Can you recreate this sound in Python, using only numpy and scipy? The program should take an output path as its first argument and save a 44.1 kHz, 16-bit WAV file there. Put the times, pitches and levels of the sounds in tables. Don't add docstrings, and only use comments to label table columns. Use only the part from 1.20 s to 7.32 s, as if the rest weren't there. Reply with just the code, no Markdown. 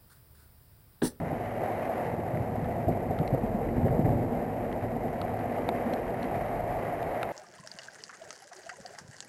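import sys
import numpy as np
from scipy import signal
from scipy.fft import rfft, irfft, next_fast_len
from scipy.io import wavfile
from scipy.ndimage import map_coordinates

SR = 44100
rng = np.random.default_rng(int(sys.argv[2]) if len(sys.argv) > 2 else 0)


def generate_wav(signal):
    frames = np.transpose(np.atleast_2d(signal))
    scaled = np.clip(frames, -1, 1) * 32767
    pcm = np.round(scaled).astype(np.int16)
    wavfile.write(sys.argv[1], SR, pcm)


N = 269892


def amp(db):
    return 10 ** (np.asarray(db) / 20)


def unit(x):
    return x / np.sqrt(np.mean(x ** 2, -1, keepdims=True) + 1e-20)


def faders(rows):
    times, *columns = np.transpose(rows)
    return [np.interp(np.arange(N) / SR, times, column) for column in columns]


def wobble(rate):
    knots = rng.standard_normal(int(N * rate / SR) + 4)
    return map_coordinates(knots, [np.arange(N) * rate / SR])


def coloured(x, eq):
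    size = next_fast_len(x.shape[-1] + 8192)
    hz, db = np.transpose(eq)
    gain = amp(np.interp(np.log(np.fft.rfftfreq(size, 1 / SR) + 1), np.log(hz), db, -120, -120))
    return unit(irfft(rfft(x, size) * gain, size)[..., :x.shape[-1]])


def noise(eq, length=N):
    return coloured(rng.standard_normal(length), eq)


def patter(rate, spread_db, burst_s, smooth):
    when, size = rng.random((int(rate * N / SR), 2)).T
    hits = np.bincount((when * (N - 1)).astype(int), amp(spread_db * size ** 2), N)
    gate = signal.lfilter([1], [1, -np.exp(-1 / (burst_s * SR))], hits)
    return np.sqrt(smooth + (1 - smooth) * unit(gate) ** 2) * rng.standard_normal(N)


# (time [s], hiss level [dB], drumming level [dB])
RAIN_LEVELS = [(0, -48, -33.5), (.34, -45.5, -37), (.43, -43, -30.5), (.56, -45, -35), (.76, -43, -30.5),
               (.95, -48.5, -34), (1.5, -49.5, -35.5), (2.5, -50, -35.5), (2.8, -50, -33.5),
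               (3.2, -49.5, -36), (3.95, -49, -37), (4.35, -46, -34.5), (5.5, -45.5, -33),
               (5.9, -44.5, -32.5), (6.12, -44, -34.5)]
# (frequency [Hz], gain [dB])
TREE_EQ = [(500, -27), (900, 0), (1400, -5), (2000, -1.5), (2600, -13.5), (3500, -23.5), (5000, -32),
           (6500, -38.5), (14000, -42)]
ROOF_EQ = [(150, -34), (300, -9), (480, -5.5), (600, -0.5), (720, 1.5), (850, -8), (1000, -16.5),
           (1400, -28.5)]


def rain():
    hiss_db, drum_db = faders(RAIN_LEVELS)
    gust = wobble(12)
    hiss = coloured(patter(rate=350, spread_db=7.5, burst_s=0.0026, smooth=0.66), TREE_EQ)
    drum = noise(ROOF_EQ)
    flutter = wobble(25)
    return amp(hiss_db + 0.43 * gust + 1.03 * flutter) * hiss + amp(drum_db + 0.79 * gust) * drum


# (time [s], grumble level [dB], rumble level [dB])
ROLL_LEVELS = [(0, -33, -33.5), (.14, -40.5, -40), (.4, -42, -41.5), (.8, -39, -42.5), (1.1, -38, -37),
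               (1.82, -35, -36.5), (2.35, -35.5, -39), (2.65, -31.5, -31.5), (2.88, -29.5, -30),
               (3.05, -31.5, -36), (3.2, -36, -40.5), (3.85, -36.5, -38), (4.15, -39.5, -42),
               (4.45, -34, -41), (4.75, -36.5, -45), (5.2, -40.5, -39), (5.5, -43.5, -39.5),
               (6.12, -46.5, -46.5)]
# (time [s], level [dB])
SUB_LEVELS = [(0, -51), (.85, -60), (1.5, -53), (2.1, -42), (2.8, -38), (3.3, -49.5), (4.6, -50),
              (5.6, -48), (6.12, -57)]
# (frequency [Hz], gain [dB])
GRUMBLE_EQ = [(150, -8.5), (200, -5), (245, 4.5), (300, -9), (350, -3.5), (420, -9.5), (485, 0), (540, -15),
              (700, -12), (900, -22), (1300, -55)]
RUMBLE_EQ = [(45, -25), (75, -8), (112, 0), (135, -6), (160, -2), (200, -13), (280, -35)]
SUB_EQ = [(22, -44), (33, -8), (45, -2), (58, -7), (75, -22), (110, -44)]


def thunder_roll():
    grumble_db, rumble_db = faders(ROLL_LEVELS)
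    sub_db, = faders(SUB_LEVELS)
    grumble = coloured(patter(rate=35, spread_db=-2, burst_s=0.012, smooth=0.8), GRUMBLE_EQ)
    rumble = coloured(patter(rate=28, spread_db=10, burst_s=0.015, smooth=0.84), RUMBLE_EQ)
    return amp(grumble_db) * grumble + amp(rumble_db) * rumble + amp(sub_db) * noise(SUB_EQ)


# (frequency [Hz], gain [dB])
MIC_EQ = [(2000, -16), (3500, -2), (6000, -5), (10000, -4), (14000, -1.5)]


def mic_hiss():
    return amp(-70.5) * noise(MIC_EQ)


# (time [s], thud peak [dB], starting pitch [Hz], clatter relative to thud [dB])
BOOM_CUES = [(0.126, -27, 245, -5), (0.981, -34.5, 152, 5), (1.204, -23.5, 108.5, -15),
             (1.378, -29, 187, -20), (1.426, -27, 140, -21), (1.67, -23.5, 96.8, 0), (1.714, -27, 125, -15),
             (1.893, -26, 106, -6), (1.998, -19.5, 124.7, -12), (2.124, -18, 105.2, -6.5),
             (2.234, -23, 155, -7), (2.345, -20.5, 151.5, -17), (2.465, -28.5, 236, -19),
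             (2.579, -23.5, 99.6, -9), (2.64, -19, 93, -5.5), (2.705, -24, 95, -6.5),
             (2.745, -30, 105, -16), (2.79, -18.5, 195, -9), (2.844, -21.5, 105.3, -5.5),
             (2.888, -21.5, 95, -8), (2.925, -26, 201, -6), (2.951, -26.5, 100, -8),
             (3.005, -28, 100.3, -4.5), (3.623, -33, 94.9, 4), (3.759, -28.5, 224, 0)]
# (frequency [Hz], gain [dB])
CLATTER_EQ = [(250, 2), (400, -1), (620, 2), (780, -2), (950, -45), (1300, -50)]


def thunder_booms(attack_cycles=0.801, climb_octaves=0.16):
    out, t = np.zeros(N + SR), np.arange(SR // 8) / SR
    swell = lambda peak_s: (t / peak_s) * np.exp(1 - t / peak_s)
    for start, db, hz, clatter_db in BOOM_CUES:
        attack_s = attack_cycles / hz
        waver = noise([(8, 0), (120, -1), (300, -28)], len(t))
        pitch = np.minimum(hz * 2 ** (climb_octaves * t / attack_s + 0.23 * waver), 700)
        thud = swell(attack_s) * np.sin(2 * np.pi * np.cumsum(pitch) / SR)
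        clatter = swell(1.42 * attack_s) ** 2 * noise(CLATTER_EQ, len(t))
        out[round(start * SR):][:len(t)] += amp(db) * thud
        out[round((start + 1.1 * attack_s) * SR):][:len(t)] += amp(db + clatter_db) * clatter
    return out[:N]


# (time [s], tick level [dB], tick centre [Hz], knock pitch [Hz])
DROP_CUES = [(1.444, -42, 3600, 1300), (1.9883, -34, 3830, 1320), (2.077, -32, 4000, 2080),
             (3.527, -37, 3460, 1920), (4.0155, -29.5, 4120, 1270), (4.192, -44.5, 4000, 2010),
             (4.4896, -24, 3700, 820), (4.736, -30.5, 4170, 2080), (5.029, -33.5, 4200, 2140),
             (5.043, -42, 4000, 2480), (5.148, -46, 3000, 1600), (5.8287, -33.5, 3500, 2500),
             (6.0301, -22.5, 3400, 1346)]
# (frequency [multiple of tick centre], gain [dB])
TICK_EQ = [(.3, -25), (.5, -2), (.75, -1), (1, 4), (1.2, -10), (1.5, -18)]
# (frequency [multiple of knock pitch], level [dB])
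SILL_MODES = [(1, 6), (1.3, -15), (1.6, -6), (2.1, -16), (2.7, -9.5)]
# (frequency [Hz], gain [dB])
SPIT_EQ = [(5000, -21), (6500, -5), (9000, -1), (14000, -4)]


def sill_drops():
    out, t = np.zeros(N + SR), np.arange(SR // 16) / SR
    envelope = lambda attack_s, t60_s: amp(-60 * t / t60_s) * (1 - np.exp(-t / attack_s))
    snap = envelope(attack_s=0.00036, t60_s=0.0069)
    ring = envelope(attack_s=0.0015, t60_s=0.011)
    burst = lambda eq: unit(snap * noise(eq, len(t))) * np.sqrt(np.mean(snap ** 2))
    for start, db, tick_hz, knock_hz in DROP_CUES:
        tick = burst(np.multiply(TICK_EQ, [tick_hz, 1]))
        knock = sum(amp(mode_db + rng.normal(0, 1)) * np.sin(2 * np.pi * knock_hz * ratio * t)
                    for ratio, mode_db in SILL_MODES)
        knock_db = 8.5 - 9 * np.log2(knock_hz / 1000)
        spit = amp(-14.5) * burst(SPIT_EQ)
        out[round(start * SR):][:len(t)] += amp(db) * (tick + spit + amp(knock_db) * ring * knock)
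    return out[:N]


def scene():
    return (rain() + thunder_roll() + thunder_booms() + sill_drops() + mic_hiss())[None]


# (centre [Hz], half-width [Hz], depth [dB])
PORT_NOTCH = (3470, 70, -8)
# (frequency [Hz], gain [dB])
HIGH_CUT = [(13470, 0), (13560, -14), (13640, -24), (13740, -30)]
CAMERA_RATE_HZ, TOP_HZ = 32004.2, 13740


def record(dry):
    held_at = np.floor(np.arange(N) * CAMERA_RATE_HZ / SR) * SR / CAMERA_RATE_HZ
    steps = map_coordinates(dry[0], [held_at], mode="nearest")
    hz = np.fft.rfftfreq(N, 1 / SR)
    centre_hz, half_width_hz, depth_db = PORT_NOTCH
    notch = amp(depth_db / (1 + ((hz - centre_hz) / half_width_hz) ** 2))
    high_cut = amp(np.interp(hz, *np.transpose(HIGH_CUT))) * (hz < TOP_HZ)
    return irfft(rfft(steps) * notch * high_cut, N)[None]


dry = scene()
out = record(dry)
generate_wav(out)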